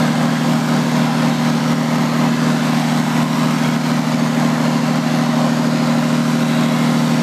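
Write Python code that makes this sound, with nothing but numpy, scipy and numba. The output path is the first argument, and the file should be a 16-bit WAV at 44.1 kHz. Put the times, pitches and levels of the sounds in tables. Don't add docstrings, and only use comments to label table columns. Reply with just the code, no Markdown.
import sys
import numpy as np
from scipy import signal
from scipy.fft import rfft, irfft
from scipy.io import wavfile
from scipy.ndimage import uniform_filter1d, minimum_filter1d
from numba import njit

SR = 44100
rng = np.random.default_rng(int(sys.argv[2]) if len(sys.argv) > 2 else 0)


def undo_db(level):
    steps = np.asarray(level, float) / 20
    return 10 ** steps


def file_out(sig):
    cols = np.atleast_2d(sig).T
    lim = np.clip(cols, -1, 1)
    pcm = np.round(lim * 32767).astype(np.int16)
    wavfile.write(sys.argv[1], SR, pcm)


N = 318402

# start_s, extra_path_ms
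STANCE = [
    (0.0, -0.29),
    (2.7, 0.06),
    (3.6, -0.13),
    (4.2, 0.17),
    (5.4, 0.48),
    (7.22, -0.34),
]
# start_s, facing_away (0-1)
FACING = [
    (0, 0.6),
    (2.3, 0.84),
    (2.8, 0.1),
    (3.8, 0.4),
    (4.3, 0.95),
    (5.8, 1),
    (6.4, 0.1),
    (7.22, 0.06),
]
# pitch_hz, level_db (rms), first_crest_s
FAN = (262.14, -29.5, .00278)
# pitch_hz, level_db (per Hz)
ROAR_SPECTRUM = [(20, -86), (60, -80), (100, -73), (150, -59), (200, -54), (250, -52), (290, -58),
                 (330, -63), (430, -66)]
# pitch_hz, level_db (per Hz)
CLATTER_SPECTRUM = [(180, -45), (300, -6.5), (437, -7.5), (600, -3.5), (1040, -5), (1140, -8.5),
                    (1260, -4.5), (2550, -11.5), (4300, -14.5), (8130, -22), (9890, -29.5), (11000, -27.5),
                    (14000, -30), (15600, -39)]
CYLINDER_DB = (7, -0.5, 4, 5.5, 6, 3)
# pitch_hz, width_hz, boost_db
PANELS = [(494, 26, 2.5), (620, 33, 3.5), (773, 142, 3.5), (1012, 200, 4), (1155, 16, 4.5), (1630, 12, 5.5),
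          (2100, 180, 2), (4370, 790, 2), (5200, 610, -1), (6550, 350, 0.5), (11000, 180, 4)]
# pitch_hz, width_hz, boost_db
END_MODES = [(1200, 23, -0.5), (1534, 17, 5), (1980, 64, 0.5), (2270, 93, 1.5), (3830, 70, 2.5),
             (4320, 90, -3), (4820, 90, -0.5), (5580, 99, 5.5), (8400, 900, 2.5)]
# pitch_hz, width_hz, boost_db
SIDE_MODES = [(530, 30, 5.5), (2150, 60, 2), (2530, 170, -1.5), (3230, 60, -1.5), (3520, 300, 0.5),
              (5330, 400, 0.5), (6650, 700, 2)]
# order (multiple of the engine cycle), level_db (rms)
ENGINE_ORDERS = [(6, -55), (9, -44.7), (10, -38.6), (12, -22.7), (13, -44.6), (14, -46.2), (15, -28.3),
                 (16, -39.8), (17, -33.6), (18, -20.5), (19, -39), (20, -42.5), (21, -29.8), (22, -42),
                 (24, -37.9), (26, -44), (27, -43.0), (28, -46.5), (29, -45), (30, -43.9), (42, -45),
                 (48, -39.0), (51, -44.5), (57, -44), (58, -44.0), (60, -44), (72, -43.5), (78, -46),
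                 (81, -42.1), (96, -44.8)]
FAMILY_SURGE = [(.2, .6), (.38, .9), (.12, .3), (.17, 0.)]
FAMILY_LAG = (0., -2.9, -1.6, 1.26, -2.2, -1.6)

CYCLE_HZ = 13.1148
HUNT_HZ = 4.07
SETTLE_S, SETTLE_SPAN_S = 5.2, 0.5
HIGH_ORDER_SURGE = 0.45
COARSE = 8


def evened(x):
    return x / np.sqrt(np.mean(x ** 2) + 1e-20)


def read(points, hz):
    f, value = np.transpose(points)
    return np.interp(np.log(hz + 1), np.log(f + 1), value, left=-140, right=-140)


def curves(rows, t):
    s, *columns = np.transpose(rows)
    return [np.interp(t, s, column) for column in columns]


def ramp(t, at_s, span_s):
    return 0.5 + 0.5 * np.tanh((t - at_s) / span_s)


def bumps(modes, hz):
    return sum(db / (1 + (2 * (hz - f) / width) ** 2) for f, width, db in modes)


def drift(rate_hz, count=1, size=1):
    t = np.arange(0, N, 256) / SR
    f = np.geomspace(0.0974 * rate_hz, rate_hz, 12)[:, None]
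    rows = []
    for _ in range(count):
        sines = np.sin(2 * np.pi * (f * t + rng.random(f.shape)))
        rows.append(evened(sines.sum(0)))
    return np.array([np.interp(np.arange(0, N, size) / SR, t, row) for row in rows])


def arrival():
    t = np.arange(N) / SR
    return t - curves(STANCE, t)[0] / 1000


def hunt(lag, size=1):
    t = arrival()[::size]
    depth = 1 - 0.75 * ramp(t, SETTLE_S, SETTLE_SPAN_S)
    return depth * np.cos(2 * np.pi * HUNT_HZ * t - lag)


def fan():
    t = arrival()
    pitch_hz, level_db, first_crest_s = FAN
    blade = 2 * np.pi * pitch_hz * (t - first_crest_s)
    cancel = 1 - 1.3 * np.exp(-(t - 3.36) ** 2)
    level, turn = drift(14, count=2)
    strength = cancel * undo_db(1.8 * level) * (1 + HIGH_ORDER_SURGE * hunt(0.4))
    overtone = undo_db(-40.5 + 0.6 * t) * strength * np.sin(2 * blade + 0.7 * turn)
    return np.sqrt(2) * (undo_db(level_db) * np.cos(blade) + overtone)


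def roar():
    z = rfft(rng.standard_normal(N)) * undo_db(read(ROAR_SPECTRUM, np.fft.rfftfreq(N, 1 / SR)))
    return np.sqrt(SR / 2) * irfft(z, N)


def repeating_noise(turns):
    steps = round(SR / CYCLE_HZ)
    patterns = rng.standard_normal((4, steps))
    place = np.round(turns * steps).astype(int) % steps
    shares = 0.81 + drift(1.2, count=4)
    return (patterns[:, place] * shares).sum(0) / np.sqrt((shares ** 2).sum(0))


def knocks(turns):
    firing, since = np.divmod(6 * turns, 1)
    firing = firing.astype(int)
    uneven = undo_db(3.8 * np.tanh(rng.standard_normal(600) / 2))
    strength = undo_db(CYLINDER_DB)[firing % 6] * uneven[firing] * (1 + 0.16 * hunt(0.38))
    valves = 0.1 * np.exp(-((since - 0.5) / 0.027) ** 2)
    knock = strength * np.exp(-since / 0.32) + valves
    return evened(uniform_filter1d(knock, size=60) * rng.standard_normal(N))


def clatter():
    turns = CYCLE_HZ * (arrival() - 0.0004)
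    layers = [repeating_noise(turns), rng.standard_normal(N), knocks(turns)]
    hz, t, (again, new, gated) = signal.stft(layers, SR, nperseg=1024)
    hz = hz[:, None]
    repeat_share = 0.42 / (1 + (hz / 4000) ** 2) / (1 + (450 / (hz + 1)) ** 4)
    gate_share = (1 - repeat_share) * np.clip(0.19 * hz / (hz + 1000), 0, 1)
    new_share = 1 - repeat_share - gate_share
    z = np.sqrt(repeat_share) * again + np.sqrt(gate_share) * gated + np.sqrt(new_share) * new

    away = np.clip(curves(FACING, t)[0], 0, 1)
    middle = 1 / (1 + (1500 / (hz + 1)) ** 4)
    treble = 1 / (1 + (7500 / (hz + 1)) ** 8)
    shade_db = -1.4 * (middle - treble) - 2.5 * treble
    tilt_db = away * (shade_db + bumps(SIDE_MODES, hz)) + (1 - away) * bumps(END_MODES, hz)

    swing = np.interp(t, np.arange(N) / SR, hunt(0.2))
    body_surge_db, treble_surge_db = 1.05, 0.7
    tilt_db = tilt_db + swing * (body_surge_db + (treble_surge_db - body_surge_db) * middle)
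    patches = uniform_filter1d(rng.standard_normal(z.shape), size=4, axis=0)
    patches = evened(uniform_filter1d(patches, size=22, axis=1))
    level_db = -25 + tilt_db + 1.54 * patches
    sound = signal.istft(z * undo_db(level_db), SR, nperseg=1024)[1][:N]

    fine = np.fft.rfftfreq(N, 1 / SR)
    colour = undo_db(read(CLATTER_SPECTRUM, fine) + bumps(PANELS, fine))
    band = (fine > 400) & (fine < 1500)
    colour = colour / np.sqrt((colour[band] ** 2).sum() / len(fine))
    return undo_db(-1.44) * irfft(rfft(sound) * colour, N)


def order_family(k):
    if k % 6 == 0:
        return 0
    if k % 3 == 0:
        return 1
    return 2 if k % 2 == 0 else 3


def exhaust():
    t = arrival()[::COARSE]
    low = undo_db(-1.5 * curves(STANCE, t)[0] + ramp(t, 6.2, 0.2) - 0.34)
    high = undo_db(2 * ramp(t, SETTLE_S + 0.4, SETTLE_SPAN_S) - 0.5)
    first_firing_s = 0.00616
    angle = 2 * np.pi * CYCLE_HZ * (t - first_firing_s) + 0.01 * hunt(2.6, COARSE)
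    retune = 0.52 * hunt(0.7, COARSE)
    surges = [1 + depth * hunt(lag, COARSE) for depth, lag in FAMILY_SURGE]
    pulsing = 1 + HIGH_ORDER_SURGE * hunt(0.4, COARSE)
    silencer_hz, silencer_width_hz = 258, 48
    out = np.zeros(len(t))
    for k, db in ENGINE_ORDERS:
        level, turn = drift(2.5, count=2, size=COARSE) if k > 40 else (0, 0)
        lag = FAMILY_LAG[k % 6]
        if k in (6, 9, 16):
            lag += np.pi
        if k % 12 == 0 and k > 20:
            lag += 1.5
        near_peak = np.exp(-((k * CYCLE_HZ - silencer_hz) / silencer_width_hz) ** 2)
        phase = k * angle - lag + near_peak * retune + 0.4 * np.tanh(turn)
        surge = surges[order_family(k)] if k < 40 else pulsing
        out += undo_db(db + 1.4 * level) * (low if k < 17 else high) * surge * np.cos(phase)
    return np.sqrt(2) * signal.resample_poly(out, COARSE, 1, padtype="line")[:N]


def scene():
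    drive = undo_db(1.3 - 0.7 * ramp(arrival(), 5.9, 0.3))
    return (drive * (fan() + roar() + clatter() + exhaust()))[None]


@njit
def duck(x, crest, ceiling, step, climb, most):
    gain, out, wait = 1., np.ones(len(x)), 0
    for i in range(len(x)):
        if wait <= 0 and abs(x[i]) * gain > ceiling:
            gain = step * gain * (ceiling / (crest[i] * gain)) ** 1.3
            wait = 130
        gain = min(gain * climb, most)
        wait = wait - 1
        out[i] = gain
    return out


def top_cut(x):
    return signal.sosfilt(signal.butter(12, 15020, fs=SR, output="sos"), x)


def record(dry):
    sensed = uniform_filter1d(dry[0], size=40)
    crest = -minimum_filter1d(-abs(sensed), size=121)
    gain = duck(sensed, crest, undo_db(-6.3), undo_db(-2.1), undo_db(38 / SR), 1.)
    ducked = dry * uniform_filter1d(gain, size=24)
    spill = np.maximum(abs(ducked) - 0.42, 0)
    rounded = ducked - np.sign(ducked) * (spill - 0.105 * np.tanh(spill / 0.105))

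    hz, t, z = signal.stft(rounded, SR, nperseg=2048)
    wander = evened(uniform_filter1d(rng.standard_normal(len(t)), size=3))
    spare = wander + 1.1 - 1.5 * curves(FACING, t)[0] - 0.12 * t
    edge_hz = np.array([13700, 14180, 14680, 15150])[np.digitize(spare, [-0.4, 0.4, 1.8])]
    mix = signal.istft(z * (hz[:, None] < edge_hz), SR, nperseg=2048)[1][:, :N]
    return top_cut(mix)


dry = scene()
out = record(dry)
file_out(out)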